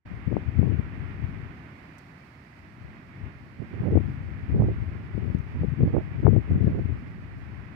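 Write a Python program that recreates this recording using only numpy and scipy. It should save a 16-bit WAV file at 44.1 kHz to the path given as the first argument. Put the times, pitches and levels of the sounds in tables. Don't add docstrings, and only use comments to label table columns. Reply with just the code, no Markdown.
import sys
import numpy as np
from scipy import signal
from scipy.fft import rfft, irfft
from scipy.io import wavfile
from scipy.ndimage import uniform_filter1d

SR = 44100
rng = np.random.default_rng(int(sys.argv[2]) if len(sys.argv) > 2 else 0)


def put_to_file(sound):
    columns = np.atleast_2d(sound).T
    safe = np.clip(columns, -1, 1)
    whole_steps = np.round(safe * 32767)
    wavfile.write(sys.argv[1], SR, whole_steps.astype(np.int16))


N = 341775
TIME = np.arange(N) / SR
FREQS = np.fft.rfftfreq(N, 1 / SR)


def buffeting(side, boost_db, swirl_size, flutter, burst_db, steepness, puff_db, burst_hz=70, puff_hz=28):
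    # frequency in Hz, relative level in dB.
    opening_response = [(20, -36), (30, -25), (45, -14), (60, -3), (90, 3.5), (130, 1), (200, -6),
                        (300, -8), (400, -9), (550, -15.5), (800, -20.5), (1200, -25), (3000, -33.5),
                        (6000, -65.5)]
    wind_db, cutoff_hz = airflow(side)
    burst = np.tanh(waver(burst_hz) / 2) * 2
    cutoff_hz = cutoff_hz * np.exp(flutter * burst) / swirl_size
    air = rfft(rng.standard_normal(N))
    bands_hz = np.geomspace(40, 3600, 14)
    pressure = np.zeros(N)
    for hz, this_band in zip(bands_hz, np.eye(len(bands_hz))):
        swirls = irfft(air * np.interp(FREQS, bands_hz, this_band), N)
        pressure += swirls / np.sqrt(1 + (hz / cutoff_hz) ** steepness)
    puffs = noise(np.exp(-(2 * (FREQS / puff_hz - 1)) ** 2))
    pressure *= amp(burst_db * burst + puff_db * puffs)
    thumps = irfft(rfft(pressure) * tone(opening_response), N)
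    return amp(wind_db + boost_db) * thumps / np.sqrt(smooth_power(thumps ** 2, samples=1800))


def airflow(side, rise_s=.011, fall_s=.014, wander_db=2.4, wander_hz=16):
    # side, start in seconds, length in seconds, base level in dB,
    # base cutoff in Hz (swirls die out above it, so a higher cutoff sounds brighter).
    gusts = [("L", .115, .05, -33, 160), ("L", .275, .02, -21.5, 190), ("L", .315, .055, -24, 340),
             ("L", .47, .025, -23, 140), ("L", .58, .035, -12.5, 190), ("L", .63, .085, -20, 330),
             ("L", .735, .06, -20, 180), ("L", 1.01, .02, -27, 125), ("L", 1.23, .02, -24.5, 120),
             ("L", 2.82, .06, -40, 150), ("L", 3.22, .05, -32, 120), ("L", 3.80, .025, -26, 120),
             ("L", 3.93, .055, -13, 385), ("L", 4.01, .09, -28, 235), ("L", 4.505, .06, -19, 215),
             ("L", 4.59, .13, -24, 175), ("L", 4.785, .04, -23.5, 160), ("L", 5.15, .04, -25.5, 230),
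             ("L", 5.23, .085, -25, 350), ("L", 5.389, .012, -25, 190), ("L", 5.61, .04, -22, 280),
             ("L", 5.68, .05, -23, 125), ("L", 5.802, .045, -15, 255), ("L", 6.188, .012, -23, 160),
             ("L", 6.252, .04, -10.5, 380), ("L", 6.305, .08, -14.5, 265), ("L", 6.505, .065, -17.5, 265),
             ("L", 6.61, .09, -17.5, 305), ("L", 6.81, .135, -24, 175), ("R", 3.6, .03, -30, 340),
             ("R", 3.73, .08, -33, 320), ("R", 3.835, .11, -22, 490), ("R", 4.535, .045, -23, 400),
             ("R", 4.595, .05, -15, 480), ("R", 4.675, .03, -23, 340), ("R", 5.55, .08, -27.5, 225),
             ("R", 5.815, .07, -19.5, 345), ("R", 5.945, .04, -17.5, 620), ("R", 6.225, .03, -29.5, 320),
             ("R", 6.505, .075, -24.5, 270), ("R", 6.67, .08, -26, 230), ("R", 6.75, .04, -25, 460)]
    # time in seconds, left and right base levels in dB.
    breeze = [(.1, -43, -50), (.55, -33.5, -43), (.95, -34, -46), (1.38, -35, -45), (1.62, -53, -55),
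              (2.3, -70, -65), (2.75, -52, -55), (3.3, -50, -54), (3.6, -51, -52), (4.03, -31, -38),
              (4.33, -35, -41), (4.9, -31.5, -38), (5.05, -41, -42), (5.45, -35, -42), (6.1, -34, -41),
              (6.8, -31, -37), (7.08, -42, -41), (7.7, -38, -47)]
    breeze_db = dict(zip("LR", curves(breeze)))[side]
    breeze_cutoff_hz = {"L": 165, "R": 215}[side]
    power = amp(breeze_db + wander_db * waver(wander_hz)) ** 2
    weighted_cutoff = power * breeze_cutoff_hz
    for gust_side, start, length, db, cutoff_hz in gusts:
        if gust_side == side:
            fade = np.maximum((start - TIME) / rise_s, (TIME - start - length) / fall_s)
            gust_power = (amp(db) * np.exp(-np.clip(fade, 0, 20))) ** 2
            power += gust_power
            weighted_cutoff += gust_power * cutoff_hz
    return 10 * np.log10(power), weighted_cutoff / power


def slaps(side, lowest_hz=45):
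    # side, time in seconds, peak in dB before the deepest bass is cut, pitch in Hz.
    hard_swirls = [("L", .328, -12, 246), ("L", .368, -8.5, 352), ("L", .63, -13, 260),
                   ("L", 3.956, -4, 218), ("L", 3.975, -8, 263), ("R", 4.622, -8.5, 310),
                   ("R", 4.687, -11.5, 190), ("L", 5.179, -14, 190), ("L", 5.35, -6, 115),
                   ("L", 5.635, -15.5, 278), ("R", 5.95, -7.5, 199), ("R", 5.967, -10, 340),
                   ("L", 6.268, -3.5, 460), ("L", 6.279, -7, 300), ("L", 6.332, -10.5, 200),
                   ("L", 6.365, -6.5, 218), ("L", 6.645, -6, 110), ("L", 6.68, -8.5, 195)]
    pressure = np.zeros(N)
    t = np.arange(-900, 900) / SR
    for swirl_side, time_s, db, hz in hard_swirls:
        if swirl_side == side:
            distance_squared = (np.pi * hz * t) ** 2
            spike = (1 - 3 * distance_squared) / (1 + distance_squared) ** 3
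            add(pressure, time_s + t[0], amp(db) * spike * np.hanning(len(t)))
    bass_cut = signal.butter(2, lowest_hz, "highpass", fs=SR, output="sos")
    return signal.sosfilt(bass_cut, pressure)


def branches(rush_db, left_db=-6.5, right_db=2.6, flicker_db=.62, flicker_hz=14):
    # frequency in Hz, relative level in dB.
    left_tone = [(250, -24.5), (450, -22), (600, -2), (900, -9), (1200, -10.3), (2000, -11.5),
                 (2400, -13.5), (3000, -18), (3700, -26.5), (4600, -37.5), (6000, -40.5), (10000, -63)]
    right_tone = [(250, -14), (500, -1), (700, 1), (1000, 1), (1500, 1.8), (2000, 4.3), (2400, .3),
                  (3000, -10.8), (3700, -18.5), (4600, -42), (6000, -50.5), (10000, -62)]
    left = amp(left_db) * noise(tone(left_tone))
    right = amp(right_db) * noise(tone(right_tone))
    return np.array([left, right]) * amp(rush_db + flicker_db * waver(flicker_hz))


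def roar(rush_db, level_db=-46.3, follow=1.45, width=.12):
    # frequency in Hz, relative level in dB.
    roar_tone = [(20, -39.5), (35, -21.5), (60, 1), (100, 4.5), (170, 4.5), (300, -2), (400, -9.5),
                 (520, -22), (900, -51.5), (3000, -78)]
    shape = tone(roar_tone)
    ears = noise(shape) + width * np.array([noise(shape), noise(shape)])
    return unit(ears) * amp(level_db + follow * (rush_db - rush_db.mean()))


def hiss(level_db=-76.9, swell_db=2.4, swell_s=2.1, swell_width_s=.75, flicker_db=.5, flicker_hz=12):
    # frequency in Hz, relative level in dB.
    hiss_tone = [(3000, -2), (5000, 0), (6500, -1), (8000, -3), (9500, -5), (11000, -6.5), (15500, -7.5)]
    swell = np.exp(-((TIME - swell_s) / swell_width_s) ** 2)
    brush = band(centre_hz=4400, octaves=.27)
    ears = [noise(tone(hiss_tone)) + amp(brush_db) * noise(brush) for brush_db in (-4.5, 4.5)]
    return np.array(ears) * amp(level_db + swell_db * swell + flicker_db * waver(flicker_hz))


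def ticks():
    # start in seconds, level in dB, seconds to fade to about a third.
    clicks = [(1.983, -55, .003), (1.988, -58, .003), (5.387, -56, .0006)]
    loudness = np.zeros(N)
    t = np.arange(SR // 10) / SR
    for start, db, fade_s in clicks:
        add(loudness, start, amp(db) * np.exp(-t / fade_s))
    shape = band(centre_hz=6000, octaves=.75)
    return loudness * np.array([noise(shape), noise(shape)])


def amp(db):
    return 10 ** (np.asarray(db) / 20)


def unit(sound):
    return sound / np.sqrt(np.mean(sound ** 2) + 1e-20)


def tone(rows):
    hz, db = np.transpose(rows)
    return amp(np.interp(np.log(FREQS + 1), np.log(hz), db))


def band(centre_hz, octaves):
    return np.exp(-(np.log2((FREQS + 1) / centre_hz) / octaves) ** 2 / 2)


def curves(rows):
    times, *columns = np.transpose(rows)
    return [np.interp(TIME, times, column) for column in columns]


def noise(shape):
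    return unit(irfft(rfft(rng.standard_normal(N)) * shape, N))


def waver(rate_hz):
    return noise(np.exp(-(FREQS / rate_hz) ** 2))


def smooth_power(power, samples):
    return abs(uniform_filter1d(uniform_filter1d(power, samples), samples)) + 1e-12


def add(track, start_s, sound):
    part = track[max(round(start_s * SR), 0):][:len(sound)]
    part += sound[:len(part)]


def scene():
    # time in seconds, base level in dB.
    tree_wind = [(.1, -51), (.4, -48.8), (.9, -48.4), (1.55, -49.6), (1.92, -53.2), (2.4, -55.2),
                 (2.75, -55), (2.94, -52.3), (3.08, -54.3), (3.28, -49.4), (3.32, -53.7), (3.57, -54),
                 (3.78, -50.2), (5.2, -50.8), (6.75, -50.3), (7.2, -52.7), (7.7, -52)]
    rush_db, = curves(tree_wind)
    left = buffeting("L", boost_db=.9, swirl_size=1.07, flutter=.22,
                     burst_db=2.6, steepness=4.8, puff_db=2.5)
    right = buffeting("R", boost_db=.4, swirl_size=.88, flutter=.21,
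                      burst_db=2.5, steepness=4.74, puff_db=1.75)
    thumps = np.array([left + slaps("L"), right + slaps("R")])
    return thumps + branches(rush_db) + roar(rush_db) + hiss() + ticks()


def record(dry, threshold_db=-27, squeeze=.062, highest_hz=15750):
    level_db = 10 * np.log10(smooth_power((dry ** 2).mean(0), samples=1500))
    excess_db = np.maximum(level_db - threshold_db, 0)
    turned_down = dry * amp(-squeeze * excess_db)
    fade_in = np.interp(TIME, [.05, .062], [.01, 1])
    treble_cut = signal.firwin(511, highest_hz, window=("kaiser", 9), fs=SR)
    return signal.oaconvolve(turned_down * fade_in, treble_cut[None], "same")


dry = scene()
out = record(dry)
put_to_file(out)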